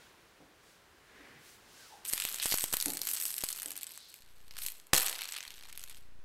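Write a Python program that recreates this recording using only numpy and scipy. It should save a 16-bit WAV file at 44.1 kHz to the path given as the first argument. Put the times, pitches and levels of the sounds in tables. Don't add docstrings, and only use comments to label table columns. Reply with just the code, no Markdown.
import sys
import numpy as np
from scipy import signal
from scipy.fft import rfft, irfft
from scipy.io import wavfile
from scipy.ndimage import uniform_filter1d

SR = 44100
rng = np.random.default_rng(int(sys.argv[2]) if len(sys.argv) > 2 else 0)


def persist_wave(psi):
    counts = np.round(np.clip(psi, -1, 1) * 32767).astype(np.int16)
    wavfile.write(sys.argv[1], SR, np.atleast_2d(counts).T)


N = 275184
TIME = np.arange(N) / SR


def from_db(db):
    return 10 ** (np.asarray(db) / 20)


def rms_one(x):
    return x / np.sqrt(np.mean(x ** 2, axis=-1, keepdims=True) + 1e-20)


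def in_time(rows):
    s, *columns = np.transpose(rows)
    return [np.interp(TIME, s, column) for column in columns]


def cut(x, hz, kind, order=2):
    sos = signal.butter(order, min(hz, .47 * SR), kind, fs=SR, output="sos")
    return signal.sosfilt(sos, x + 1e-18)


def resonate(x, hz, width_hz):
    return signal.lfilter(*signal.iirpeak(hz, hz / width_hz, fs=SR), x + 1e-18)


def peak(x, hz, width_hz, db):
    return x + (from_db(db) - 1) * resonate(x, hz, width_hz)


def ring(x, hz, t60):
    radius, angle = np.exp(-np.log(1000) / (t60 * SR)), 2 * np.pi * hz / SR
    return signal.lfilter([0, np.sin(angle)], [1, -2 * radius * np.cos(angle), radius ** 2], x + 1e-18)


def fade(x, decay_s):
    return signal.lfilter([1], [1, -np.exp(-1 / (decay_s * SR))], x + 1e-18)


def clicks(times, heights):
    out = np.zeros(N)
    out[np.round(np.asarray(times) * SR).astype(int)] = heights
    return out


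ROOM_T60_S = 0.56


def room(x, wall_hz):
    t = TIME[:SR // 2]
    noise = cut(rng.standard_normal(len(t)), wall_hz, "low", order=1)
    tail = noise * from_db(-60 * t / ROOM_T60_S) * (t > .006)
    return signal.fftconvolve(x, tail / np.linalg.norm(tail))[:N]


# time in seconds, rms level in dB.
HUSH_LEVEL = [(0, -60.5), (0.5, -63), (1.0, -62.5), (2.0, -60.5), (3.6, -63.5), (4.2, -69), (4.85, -66.5),
              (5.5, -67), (6.24, -67.5)]
# frequency in Hz, relative spectral level in dB.
HUSH_SPECTRUM = [(18, -47), (30, 1.5), (259, -2.5), (394, 1), (649, -3.5), (1100, -2.5), (1250, -4.5),
                 (1590, -2), (1960, -5), (4190, -10.5), (4530, -11), (4910, -12.5), (16000, -22)]


def air():
    hz, db = np.transpose(HUSH_SPECTRUM)
    bins = np.maximum(np.fft.rfftfreq(N, 1 / SR), 1)
    gain = from_db(np.interp(np.log(bins), np.log(hz), db))
    noise = irfft(rfft(rng.standard_normal(N)) * gain, N)
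    return from_db(in_time(HUSH_LEVEL)[0]) * rms_one(noise)


THROB_HZ = 29.3
# start in seconds, end in seconds, mid-run step before smoothing in dB.
THROB_RUNS = [(4.204, 4.66, -54.5), (5.474, 6.21, -54)]


def throb(settle_s=0.097, edge_hz=300.0, growth_db=8.5):
    steps = 0
    for start, end, db in THROB_RUNS:
        s = np.arange(start, min(end, TIME[-1]), 1 / THROB_HZ)
        growth = growth_db * np.linspace(-.5, .5, len(s))
        steps = steps + clicks(s, -from_db(db + growth))
    return cut(fade(steps, settle_s), edge_hz, "low", order=1)


# middle in seconds, Gaussian half length in seconds, level at the middle in dB,
# centre frequency in Hz, bandwidth in Hz.
NOISE_SWELLS = [(0.023, 0.065, -64, 2600, 3420), (0.70, 0.062, -66, 4500, 5000),
                (1.27, 0.15, -59, 1850, 640), (1.23, 0.077, -61.5, 380, 260), (1.36, 0.043, -63, 130, 100),
                (1.496, 0.061, -58.5, 4000, 8700), (1.83, 0.12, -57.5, 4200, 4850),
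                (2.09, 0.008, -37, 8800, 1400), (2.247, 0.036, -45, 3400, 1300),
                (2.424, 0.019, -40, 3200, 1300), (2.522, 0.018, -38.5, 4700, 700),
                (4.028, 0.1, -57, 4100, 1084), (5.09, 0.086, -53, 750, 700), (5.45, 0.22, -71, 2900, 1628)]


def noise_swells():
    out = np.zeros(N)
    for middle, half_s, db, hz, width_hz in NOISE_SWELLS:
        swell = np.exp(-((TIME - middle) / half_s) ** 2 / 2)
        noise = cut(resonate(rng.standard_normal(N), hz, width_hz), hz / 3, "high")
        out += from_db(db) * swell * rms_one(noise)
    return out


# time in seconds, centre frequency in Hz, level in dB.
SWISH_GLIDE = [(1.72, 1700, -85), (1.81, 1613, -62), (1.87, 1350, -64), (1.895, 1006, -73),
               (1.925, 843, -55.5), (2.0, 804, -63.5), (2.06, 880, -76)]


def swish(width_hz=77.0):
    hz, db = in_time(SWISH_GLIDE)
    sounding = (TIME > SWISH_GLIDE[0][0]) & (TIME < SWISH_GLIDE[-1][0])
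    flutter = cut(rng.standard_normal((2, N)), width_hz, "low")
    phase = 2 * np.pi * np.cumsum(hz) / SR
    band = flutter[0] * np.cos(phase) + flutter[1] * np.sin(phase)
    return sounding * from_db(db) * rms_one(band)


# time in seconds, strength in dB.
TOUCHES = [(0.404, -54), (0.423, -53), (1.197, -59), (1.335, -71), (2.864, -40.5), (2.873, -56),
           (2.882, -38), (2.894, -39.5), (3.656, -49), (3.679, -53.5)]
# frequency in Hz, level relative to the touch in dB, T60 in seconds.
TOY_MODES = [(144, -14.5, 0.092), (289, 1.5, 0.065), (345, 4.5, 0.017), (488, 2, 0.019), (647, -14, 0.17),
             (725, -7.5, .05), (860, -11.5, 0.11)]


def bumps(wet_db=-11.0):
    s, db = np.transpose(TOUCHES)
    chance_db = 2 * rng.standard_normal((len(s), len(TOY_MODES)))
    out = np.zeros(N)
    for k, (hz, mode_db, t60) in enumerate(TOY_MODES):
        hits = clicks(s, from_db(db + mode_db + chance_db[:, k]))
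        out += (-1) ** k * ring(hits, hz, t60)
    return out + from_db(wet_db) * room(out, wall_hz=2000)


# time in seconds, nominal pulse strength in dB.
OVERLOADS = [(2.1349, -30), (2.2511, -34), (2.3435, -44), (2.4575, -27), (2.5223, -30), (2.5415, -24),
             (2.6402, -28), (2.7276, -34), (2.7396, -26), (2.7683, -38), (2.8585, -38), (3.0161, -41),
             (3.2536, -44), (3.4374, -28), (4.6623, -48), (4.9352, -20), (4.9433, -24), (4.9495, -26),
             (4.9636, -30), (4.9797, -33), (4.9953, -38)]


def overload_thumps(pulse_hz=960.0, recovery_db=-22.5, recovery_s=0.092):
    s, db = np.transpose(OVERLOADS)
    hits = clicks(s, from_db(db))
    pulse = cut(hits, pulse_hz, "low") * SR / (2 * pulse_hz)
    recovery = cut(fade(hits, recovery_s), 270, "low", order=1)
    return pulse + from_db(recovery_db) * recovery


SNAP_S, SNAP_DB = 4.9324, -14.5
# frequency in Hz, level relative to SNAP_DB in dB, T60 in seconds.
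BODY_MODES = [(130, -16, .025), (260, -10, .019), (480, -7.5, .014), (810, -4.5, .014), (1280, -4.5, .011),
              (1720, -5, .008), (2800, -9, .007)]


def snap(crack_db=-17.5, crack_s=0.0015, crack_top_hz=7030.0,
         shove_db=-19.0, shove_hz=474.0, shove_after_s=0.0009):
    hit = clicks([SNAP_S], 1.0)
    body = np.zeros(N)
    for k, (hz, db, t60) in enumerate(BODY_MODES):
        body += (-1) ** (k + 1) * from_db(SNAP_DB + db) * ring(hit, hz, t60)
    shove = clicks([SNAP_S + shove_after_s], from_db(shove_db))
    body -= cut(shove, shove_hz, "low") * SR / (2 * shove_hz)
    swell = fade(fade(hit, crack_s), crack_s)
    noise = rms_one(cut(rng.standard_normal(N), crack_top_hz, "low", order=1))
    return body + from_db(crack_db) * noise * swell / swell.max()


SHELL_TOP_HZ = 13300
# frequency in Hz, bandwidth in Hz, lift before stirring in dB.
SHELL_MODES = [(1930, 3400, 4.5), (3030, 2000, 5.5), (4330, 310, 3.5), (8050, 240, 8), (9020, 93, 5.5),
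               (12520, 2150, 10)]


def shell(force, stir_db, bass_hz):
    for (hz, width_hz, db), extra_db in zip(SHELL_MODES, stir_db):
        force = peak(force, hz, width_hz, db + extra_db)
    out = cut(cut(force, bass_hz, "high"), SHELL_TOP_HZ, "low", order=3)
    mids, treble = cut(out, 6000, "low", order=3), cut(out, 6000, "high", order=3)
    return rms_one(mids), rms_one(treble)


def blend(mids, treble, bright_db):
    gain = from_db(bright_db)
    return (mids + gain * treble) / np.sqrt(1 + gain ** 2)


ATTACK_S, RELEASE_DB_PER_S = 0.0058, 142.5
# start in seconds, end in seconds, level at the start
# in dB, level at the end in dB, treble over mids in dB, crackle over rub in dB (before their trims).
FEATHER_STROKES = [(2.047, 2.37, -38.5, -40.5, 5, -6.5), (2.418, 2.53, -32, -34, 10, 2.5),
                   (2.546, 2.669, -32, -41.5, 12.5, 0.5), (2.717, 3.05, -39.5, -45.5, 11, 4),
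                   (3.045, 3.302, -36.5, -38, 12, -1), (3.33, 3.918, -47, -55, 8.5, 11.5),
                   (4.084, 4.165, -53, -59.5, 5.5, 8), (4.206, 4.491, -67, -69, -0.5, 3.5),
                   (4.505, 4.57, -66, -56, -1.5, 11), (4.573, 4.656, -45, -41, 9.5, -4),
                   (4.93, 5.122, -28.5, -40.5, 5.5, 3.5), (5.114, 5.438, -43.5, -49.5, -4, 7.5),
                   (5.49, 5.73, -54.5, -58.5, -4.5, 5), (5.75, 5.95, -54, -61.5, 2, 10)]


def strokes(t):
    columns = np.transpose(FEATHER_STROKES)[:, :, None]
    start, end, first_db, last_db, bright_db, crackle_db = columns
    caught = np.clip((t - start) / ATTACK_S, 1e-4, 1)
    progress = np.clip((t - start) / (end - start), 0, 1)
    pressed_db = first_db + (last_db - first_db) * progress
    db = 20 * np.log10(caught) + pressed_db - RELEASE_DB_PER_S * np.maximum(t - end, 0)
    strongest = db.argmax(axis=0)
    return db.max(axis=0), bright_db[strongest, 0], crackle_db[strongest, 0]


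def rub(per_s=380., spread_db=4.5, decay_s=0.00061, smooth_db=-6.5, level_db=-1.5,
        wander_hz=10.5, wander_db=4.5):
    db, bright_db, _ = strokes(TIME)
    sizes = from_db(spread_db * np.minimum(rng.exponential(1, N), 3))
    slipping = rng.random(N) < per_s / SR
    power = fade(slipping * sizes ** 2, decay_s / 2)
    power = power / (uniform_filter1d(power, size=2000) + 1e-6) + from_db(smooth_db) ** 2
    drift = cut(rng.standard_normal((len(SHELL_MODES), N)), wander_hz, "low")
    wander = np.tanh(rms_one(drift))
    force = np.sqrt(power) * rng.standard_normal(N)
    mids, treble = shell(force, wander_db * wander, bass_hz=890)
    return from_db(db + level_db) * blend(mids, treble, bright_db)


SMALL_SLIPS_PER_S, SMALL_SLIP_SPREAD_DB, SMALL_SLIP_TREBLE_DB = 95, 3.5, -1.5
STICK_S = 0.009


def small_slips(colour_spread_db=4.0):
    count = 900
    wait, size = rng.gamma(3, 1 / 3, count), rng.standard_normal(count)
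    colour = rng.uniform(-1, 1, count)
    s = FEATHER_STROKES[0][0] + np.cumsum(wait) / SMALL_SLIPS_PER_S
    db, bright_db, crackle_db = strokes(s)
    slip_db = db + crackle_db + SMALL_SLIP_SPREAD_DB * np.clip(size, -2, 2)
    treble_db = bright_db + SMALL_SLIP_TREBLE_DB + colour_spread_db * colour
    rows = np.transpose([s, slip_db, treble_db])
    lead = np.array(LOUD_SLIPS)[:, :1] - s
    stuck = ((lead > 0) & (lead < STICK_S)).any(axis=0)
    return rows[~stuck & (s < FEATHER_STROKES[-1][1] + .15)]


SLIP_DECAY_S = 0.00056
FIBRE_DB, FIBRE_WIDTH_HZ = 5.5, 2200
# time in seconds, level in dB,
# treble over mids in dB.
LOUD_SLIPS = [(2.1285, -28, 12), (2.1349, -21, 10), (2.1779, -29, 2), (2.2004, -26, 2), (2.2213, -28, 0),
              (2.2513, -25, 3), (2.2879, -32, 4), (2.3435, -30, 9), (2.3994, -30, -5), (2.4577, -24, 8),
              (2.5136, -26, 6), (2.5225, -24, 0), (2.5417, -24, 6), (2.5844, -26, 6), (2.6404, -23, 6),
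              (2.7278, -26, 10), (2.736, -24, 6), (2.7398, -23, 5), (2.7685, -24, 11), (2.8011, -27, 9),
              (2.811, -27, 12), (2.8244, -26, 7), (2.8587, -22, 12), (2.8821, -30, 9), (2.9025, -29, 7),
              (2.9348, -31, 12), (2.9709, -29, 8), (3.0165, -26, 15), (3.071, -26, 9), (3.0883, -29, 4),
              (3.1344, -30, 9), (3.1473, -30, 15), (3.2239, -29, 9), (3.2538, -27, 7), (3.3044, -33, 8),
              (3.3409, -31, 9), (3.365, -33, 15), (3.3813, -28, 10), (3.4376, -27, 7), (3.4415, -28, 13),
              (3.4878, -28, 11), (3.5023, -32, 9), (3.5274, -30, 16), (3.5989, -35, 7), (3.6198, -33, 9),
              (3.6304, -33, 11), (3.6588, -30, 10), (3.7055, -33, 9), (3.7171, -35, 5), (3.7651, -36, 10),
              (3.7761, -34, 12), (3.8111, -41, 4), (3.832, -31, 11), (3.842, -40, 5), (3.8678, -36, 9),
              (3.9758, -39, 5), (4.1411, -42, 5), (4.2211, -52, -2), (4.4808, -52, -3), (4.5095, -44, -7),
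              (4.5874, -37, 1), (4.62, -36, 1), (4.6632, -27, 10), (4.6846, -32, 3), (4.7991, -48, 1),
              (4.8686, -50, 9), (4.9352, -19, 12), (4.9435, -21, 5), (4.9497, -22, 4), (4.9567, -25, 10),
              (4.9638, -21, 3), (4.9771, -20, -3), (4.98, -19, 6), (4.9993, -25, 5), (5.0172, -28, 8),
              (5.0629, -27, 6), (5.0829, -28, 4), (5.0958, -29, 2), (5.1281, -32, -2), (5.209, -35, -1),
              (5.2183, -33, 0), (5.2359, -37, 3), (5.2551, -37, -1), (5.2893, -35, -6), (5.3225, -32, 2),
              (5.3663, -37, 5), (5.4058, -36, -8), (5.4776, -39, -4), (5.5054, -41, -4), (5.7269, -41, 5),
              (5.7756, -36, 7), (5.7941, -41, 3), (5.8384, -37, 6), (5.8967, -43, 4), (5.9462, -48, -2)]


def ticks(slips, level_db, rise_s=.00004, after_db=-18.5, after_s=0.0048):
    s, db, bright_db = np.transpose(slips)
    t = TIME[:1024]
    length = SLIP_DECAY_S * from_db(5.5 * np.clip(rng.standard_normal((len(s), 1)), -2, 2))
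    decay = np.exp(-t / length) + from_db(after_db) * np.exp(-t / after_s)
    shape = (1 - np.exp(-t / rise_s)) * decay
    noise = shape * rng.standard_normal(shape.shape)
    fibre_hz = rng.uniform(2500, 12000, len(s))
    force = [peak(burst, hz, FIBRE_WIDTH_HZ, FIBRE_DB) for burst, hz in zip(noise, fibre_hz)]
    stir_db = 3.4 * np.clip(rng.standard_normal((len(SHELL_MODES), len(s), 1)), -2, 2)
    mids, treble = shell(np.array(force), stir_db, bass_hz=920)
    bursts = blend(mids, treble, bright_db[:, None]) * np.sqrt(.002 / t[-1])
    bursts = bursts * from_db(db + level_db)[:, None]
    out = np.zeros(N)
    for at, burst in zip((s * SR).astype(int), bursts):
        out[at:at + len(t)] += burst
    return out


def scene():
    crackle = ticks(LOUD_SLIPS, level_db=0.0) + ticks(small_slips(), level_db=-1.5)
    contact = crackle + rub() + snap()
    reflected = from_db(-15.0) * room(cut(contact, 340, "high"), wall_hz=3520)
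    near = contact + reflected + overload_thumps() + throb()
    return (near + bumps() + noise_swells() + swish() + air())[None]


CUTOFF_HZ = 15750


def record(dry):
    top = .5
    rounded = top * np.tanh(dry / top)
    sos = signal.ellip(10, .2, 70, CUTOFF_HZ, fs=SR, output="sos")
    return signal.sosfilt(sos, rounded)


dry = scene()
out = record(dry)
persist_wave(out)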